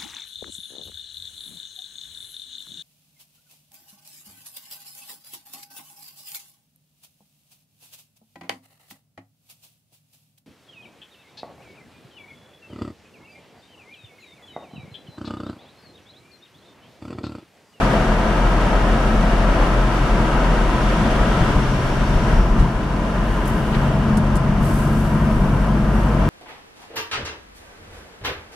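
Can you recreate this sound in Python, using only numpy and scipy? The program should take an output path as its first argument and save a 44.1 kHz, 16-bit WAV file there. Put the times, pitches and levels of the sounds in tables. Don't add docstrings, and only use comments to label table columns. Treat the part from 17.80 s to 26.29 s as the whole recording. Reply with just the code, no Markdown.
import sys
import numpy as np
from scipy import signal
from scipy.fft import rfft, irfft, next_fast_len
from scipy.io import wavfile

SR = 44100
rng = np.random.default_rng(int(sys.argv[2]) if len(sys.argv) > 2 else 0)


def materialize(psi):
    bounded = np.clip(np.atleast_2d(psi).T, -1, 1)
    quanta = np.round(bounded * 32767).astype(np.int16)
    wavfile.write(sys.argv[1], SR, quanta)


N = 374406
TIME = np.arange(N) / SR
SIZE = 2 * next_fast_len(N // 2 + 1, True)
FREQ = np.maximum(np.arange(SIZE // 2 + 1) * SR / SIZE, 1)

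# time in seconds, peak level in dB, judder from 0 to 1.
JOINTS = [(3.608, -12.5, 0.37), (3.757, -8, 0), (4.214, -12.5, 0.06), (4.352, -8.5, 0.13),
          (4.53, -11, 0.24), (4.565, -9.5, 0.15), (4.59, -7, .3), (4.633, -9, 0.25), (4.708, -11.5, .15),
          (4.771, -11, .6), (4.798, -5, 0.15), (4.812, -11, 0.8), (4.841, -16, 0), (4.953, -18, .02)]
TYRE_RING_HZ = 216.9
CLIMB_S = 5.7
ROOF_END_S, ROOF_PASSING_S, PORTAL_END_S, PASSING_S = 3.81, 0.27, 4.49, 0.36


def undb(db):
    return 10 ** (np.asarray(db) / 20)


def unit(x):
    return x / np.sqrt(np.mean(x ** 2))


def curves(table):
    s, *columns = np.transpose(table)
    return [np.interp(TIME, s, c) for c in columns]


def step(s, length):
    return np.clip((TIME - s) / length + .5, 0, 1)


def swell(s, spread):
    return np.exp(-((TIME - s) / spread) ** 2)


def colour(points):
    hz, db = np.transpose(points)
    return undb(np.interp(np.log(FREQ), np.log(hz), db))


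def bands(table):
    return undb(sum(db / (1 + (2 * (FREQ - hz) / width) ** 2) for hz, width, db in table))


def resonance(hz, width):
    return 1 / (1 + 1j * (FREQ ** 2 - hz ** 2) / (FREQ * width))


def shape(x, response):
    return irfft(rfft(x, SIZE) * response, SIZE)[..., :N]


def walk(rate):
    return unit(shape(rng.standard_normal(N), np.exp(-(FREQ / rate) ** 2) * (FREQ > 1)))


def diffuse(response):
    # frequency in Hz, side level relative to mid in dB.
    spread_points = [(60, -19), (110, -13), (200, -28), (380, -13.5), (700, -10.5), (1290, -6.5),
                     (2380, -1), (4400, -3.5), (8120, 1.5), (15000, 3)]
    mid, side = rng.standard_normal((2, N))
    width = colour(spread_points)
    side = shape(side, width)
    ears = np.array([mid + side, mid - side])
    return unit(shape(ears, response / np.sqrt(1 + width ** 2)))


def reflections(share, decay_s=0.00437, corner_hz=1500):
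    echoes = rng.standard_normal(N) * np.exp(-TIME / decay_s) * (TIME > decay_s / 2)
    spectrum = rfft(echoes, SIZE) / np.sqrt(np.sum(echoes ** 2))
    return 1 + share * spectrum / (1 + (corner_hz / FREQ) ** 2)


def cabin():
    # centre in Hz, width in Hz, level in dB.
    booms = [(31.2, 33.8, 2), (64, 50.6, -3.5), (76, 34, -13), (126, 39, -3.5), (166.5, 18, 0),
             (199, 19.5, -2), (238.5, 19, -3), (314, 42, -8)]
    modes = sum((-1) ** k * undb(db) * resonance(hz, width) for k, (hz, width, db) in enumerate(booms))
    return modes / (1 + (FREQ / 420) ** 4) / (1 + (17 / FREQ) ** 4)


def tyre_give():
    give_hz = 265
    return 1 / (1 + (FREQ / give_hz) ** 10)


def throttle():
    opening_s = 0.51
    return step(CLIMB_S + opening_s / 2, opening_s)


def road(climb_db, worn_db, smooth_db):
    worn_from_s, smooth_from_s, smooth_to_s, blend_s = 3.2, 4.87, 5.7, 0.12
    worn, smooth, coarse = (step(s, blend_s) for s in (worn_from_s, smooth_from_s, smooth_to_s))
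    return climb_db * throttle() + worn_db * (worn - smooth) + smooth_db * (smooth - coarse)


def engine(boom_exponent=0.27):
    # multiple of the firing rate, level in dB cruising, level in dB pulling,
    # both before the cabin boom.
    overtones = [(2, -45, -28.3), (3, -34, -22.8), (4, -39.5, -30.5), (5, -42, -34)]
    # time in seconds, load from 0 cruising to 1 pulling hard.
    load_points = [(0, 0), (3.25, 0.23), (3.55, 0.61), (4.65, 0.3), (4.95, 0), (5.85, 0.3), (6.03, 0.86),
                   (7.4, 0.95), (8.49, 0.66)]
    # time in seconds, level in dB.
    drone_points = [(0, -23.5), (1.1, -17.3), (2.3, -19.3), (3.2, -21.3), (3.7, -25.5), (5.0, -27),
                    (5.4, -24.5), (6.2, -24), (7.5, -22.5), (8.49, -20)]
    firing_hz, creep_from_s, creep_hz_per_s, climb_hz_per_s = 41.9, .9, .75, 1.55
    hunt, drone_waver_db, overtone_waver_db = .0015, 1.0, .8

    creep = creep_hz_per_s * (np.clip(TIME, creep_from_s, CLIMB_S) - creep_from_s)
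    climb = climb_hz_per_s * np.maximum(TIME - CLIMB_S, 0)
    hz = firing_hz + creep + climb
    phase = 2 * np.pi * np.cumsum(hz * (1 + hunt * walk(16.0))) / SR
    drone_db, = curves(drone_points)
    load, = curves(load_points)
    modes = cabin()
    lag = np.unwrap(np.angle(modes))
    out = undb(drone_db + drone_waver_db * walk(16)) * np.cos(phase)
    for multiple, cruise_db, pull_db in overtones:
        db = cruise_db + (pull_db - cruise_db) * load
        boom = np.interp(multiple * hz, FREQ, np.abs(modes)) ** boom_exponent
        boom = boom / np.average(boom, weights=throttle())
        gain = boom * undb(db + overtone_waver_db * walk(19.0))
        out = out + gain * np.cos(multiple * phase + np.interp(multiple * hz, FREQ, lag))
    return np.sqrt(2) * out


def rumble(level_db=-22, patchy_db=0.25, shudder_db=-17, shudder_s=0.073):
    road_db = level_db + road(climb_db=1.2, worn_db=0.9, smooth_db=-1.0)
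    steady = diffuse(cabin()) * undb(road_db + patchy_db * walk(35))
    broken = np.max([undb(db) * swell(s, shudder_s) for s, db, _ in JOINTS], axis=0)
    body = cabin() * (1 + 2 * resonance(hz=40, width=22)) * tyre_give()
    return steady + diffuse(body) * undb(shudder_db) * broken


def buffet(level_db=-30.0, centre_hz=30, width_hz=14):
    inside = 1 - step(PORTAL_END_S, PASSING_S)
    return diffuse(resonance(centre_hz, width_hz) ** 2) * undb(level_db) * inside


def cavity(level_db=-29.5, width_hz=11):
    hum_db = level_db + road(climb_db=3.6, worn_db=-1.5, smooth_db=-4.0)
    return diffuse(resonance(TYRE_RING_HZ, width_hz) ** 2) * undb(hum_db)


def roar(patchy_db=.5, flutter_db=0.43, surge_db=0.5, treble_hz=2200):
    # frequency in Hz, relative level in dB per Hz.
    tyre_points = [(150, -42), (260, -5.5), (350, 0), (500, -4), (700, -4.5), (1000, -3), (1550, -9.5),
                   (1950, -15), (2900, -21), (3700, -31), (7000, -39), (11300, -40.5), (13000, -46),
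                   (16000, -62)]
    # frequency in Hz, relative level in dB per Hz.
    wash_points = [(120, -10), (300, 0.5), (480, -2.5), (700, -1), (1000, -2), (1550, -7), (2000, -8.5),
                   (3000, -14.5), (4000, -20.5), (6000, -28.5), (7200, -28.5), (11000, -34), (13000, -45),
                   (16000, -66)]
    # centre in Hz, width in Hz, gain in dB.
    pane_bands = [(620, 140, 1.5), (808, 64, -4.5), (1030, 89, 1), (1110, 76, -5.5), (1196, 40, 1.5),
                  (1290, 31, 1), (1625, 180, 1.5), (1738, 48, -3), (2070, 136, -4.5), (2150, 45, 2.5),
                  (2470, 310, -2.5), (2890, 190, 1.5), (4090, 210, -3.5), (4410, 180, 2), (5610, 470, 4),
                  (6220, 190, 4.5)]
    # centre in Hz, width in Hz, gain in dB.
    tunnel_bands = [(427, 57, -3), (510, 61, 2.5), (744, 72, 1), (1330, 56, 2.5)]
    # centre in seconds, half length in seconds, change in dB.
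    surges = [(0.095, 0.13, 2), (0.378, 0.074, -0.5), (3.62, 0.15, 0.6), (4.51, 0.12, 2.1),
              (4.98, 0.14, -1), (6.046, 0.071, 1.4), (8.45, 0.19, 1.8)]
    tyre_db = -27
    body_start_db, body_db_per_s, body_roof_db, body_portal_db = -22.5, -0.56, -5.5, -6
    treble_start_db, treble_roof_db, treble_portal_db = -25, -0.5, -4.5
    mouth_s, mouth_spread_s, mouth_db = 3.3, 0.44, 1.5
    ramp_db_per_s = -1

    panes = bands(pane_bands) * np.array([reflections(.2), reflections(.2)])
    direct_db = tyre_db + road(climb_db=0.1, worn_db=.5, smooth_db=-0.3) + patchy_db * walk(9.6)
    tyres = diffuse(colour(tyre_points) * panes) * undb(direct_db)

    wash = diffuse(colour(wash_points) * panes * bands(tunnel_bands))
    treble = shape(wash, 1 / (1 + (treble_hz / FREQ) ** 3))
    body = wash - treble
    roofless, outside = step(ROOF_END_S, ROOF_PASSING_S), step(PORTAL_END_S, PASSING_S)
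    body_db = body_start_db + body_db_per_s * TIME + surge_db * walk(2.2)
    body_db = body_db + body_roof_db * roofless + body_portal_db * outside
    treble_db = treble_start_db + mouth_db * swell(mouth_s, mouth_spread_s)
    treble_db = treble_db + treble_roof_db * roofless + treble_portal_db * outside
    ramp_db = ramp_db_per_s * np.maximum(TIME - PORTAL_END_S, 0)
    wash = (body * undb(body_db) + treble * undb(treble_db)) * undb(ramp_db + flutter_db * walk(30))
    return (tyres + wash) * undb(sum(db * swell(s, spread) for s, spread, db in surges))


def tread():
    # centre in Hz, width in Hz, level in dB in the tunnel, level in dB outside.
    howls = [(644.7, 72, -37.5, -37), (1010, 78, -40.5, -39.5)]
    swell_db, wander = 2, .015
    out = np.zeros((2, N))
    for hz, width, tunnel_db, outside_db in howls:
        clock = TIME + wander * np.cumsum(walk(2.03)) / SR
        howl = np.array([np.interp(clock, TIME, ear) for ear in diffuse(resonance(hz, width) ** 2)])
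        db = tunnel_db + (outside_db - tunnel_db) * step(PORTAL_END_S, PASSING_S)
        out += howl * undb(db + swell_db * walk(2.4))
    return out


def sizzle(fade_s=0.17):
    # start in seconds, end in seconds, pitch in Hz, width in Hz, level in dB.
    patches = [(-.2, 1.65, 690, 110, -34.5), (2.15, 3.3, 986, 138.8, -36.5), (-.2, 3.85, 1292, 60, -38.5),
               (2.8, 4, 3340, 450, -46), (3.58, 4.8, 5600, 334, -52), (5.25, 5.9, 1750, 500, -39.5),
               (5.3, 6.4, 2900, 700, -46.5)]
    out = np.zeros((2, N))
    for start, end, hz, width, db in patches:
        on_patch = np.clip(np.minimum(TIME - start, end - TIME) / fade_s, 0, 1)
        out += undb(db) * on_patch * diffuse(resonance(hz, width) ** 2)
    return out


def bumps(push_s=.0026, judder_s=0.022, boom_db=0, ring_db=-2):
    roof = undb(boom_db) * resonance(hz=37, width=7)
    tyre_air = undb(ring_db) * resonance(TYRE_RING_HZ, width=30)
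    body = (cabin() + roof - tyre_air) * tyre_give()
    wheel = resonance(hz=170, width=460)
    out = np.zeros(N)
    for s, db, judder in JOINTS:
        age = np.maximum(TIME - s, 0)
        push = age / push_s * np.exp(-age / push_s)
        chatter = unit(shape(rng.standard_normal(N), wheel))
        shake = judder * chatter * (age > 0) * np.exp(-age / judder_s)
        thump = shape(push + shake, body)
        out += undb(db) * thump / np.abs(thump).max()
    return out


def ticks(grain_db=3, lower_ratio=0.55, lower_db=-6, soft_ratio=1.9):
    # time of the burst's peak in seconds, peak level in dB,
    # pitch in Hz, width in Hz, rise in seconds, decay in seconds.
    slips = [(4.803, -32, 6000, 4500, .018, .02), (5.657, -32, 9000, 5000, .004, .01),
             (5.678, -29, 11100, 1700, .004, .014), (5.68, -35, 15000, 900, .002, .011),
             (5.699, -37, 11400, 2600, .002, 0.011), (5.95, -21, 2500, 2400, .02, 0.02),
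             (6.371, -22, 9200, 2600, .0004, 0.01), (6.556, -27, 9400, 1600, .002, .014),
             (6.568, -23.5, 8800, 2780, .0015, 0.0073)]
    out = np.zeros((2, N))
    for s, db, hz, width, rise, decay in slips:
        age = TIME - s
        burst = np.exp(-np.minimum(np.maximum(age / decay, -age / rise), 20))
        catches = rng.standard_normal((2, N)) * undb(grain_db * rng.standard_normal(N))
        modes = resonance(hz, width) - undb(lower_db) * resonance(hz * lower_ratio, width)
        softness = 1 / (1 + (FREQ / (hz * soft_ratio)) ** 4)
        tick = shape(catches * burst, modes * softness)
        out += undb(db) * tick / np.abs(tick).max()
    return out


def cloth(drag_db=0.2, grain_db=2.5, echo_share=.3):
    # frequency in Hz, relative level in dB per Hz.
    hiss_points = [(2000, -15), (4500, -8), (7400, -8), (8200, -2), (9500, -6.5), (11400, -2.5),
                   (12700, -10), (16000, -16)]
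    # peak time in seconds, rms level at the peak in dB, rise in seconds, decay in seconds.
    strokes = [(5.53, -51, 0.12, .2), (5.69, -47.5, 0.041, 0.46), (6.86, -40.5, 0.045, 0.25),
               (6.99, -42, 0.085, 0.15), (7.21, -46, 0.093, 0.21), (7.55, -50, .15, 0.72),
               (8.2, -51.5, .12, 0.3)]
    power = 0
    for s, db, rise, decay in strokes:
        fall = np.exp(-np.maximum(TIME - s, 0) / decay)
        stroke = np.where(TIME < s, swell(s, rise), fall)
        power = power + (undb(db) * stroke) ** 2
    grainy = diffuse(colour(hiss_points)) * undb(grain_db * walk(900))
    fibres = unit(shape(grainy, reflections(echo_share)))
    return fibres * np.sqrt(power) * undb(drag_db * walk(40))


def scene():
    running = engine() + rumble() + buffet() + cavity() + roar() + tread() + sizzle()
    return running + bumps() + ticks() + cloth()


def record(dry):
    left_db, ceiling, top_hz = 1.68, .95, 15700
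    wet = dry * undb(np.array([[left_db], [-left_db]]) / 2)
    wet = wet / (1 + (wet / ceiling) ** 8) ** (1 / 8)
    return signal.sosfilt(signal.ellip(10, .1, 80, top_hz, fs=SR, output="sos"), wet)


dry = scene()
out = record(dry)
materialize(out)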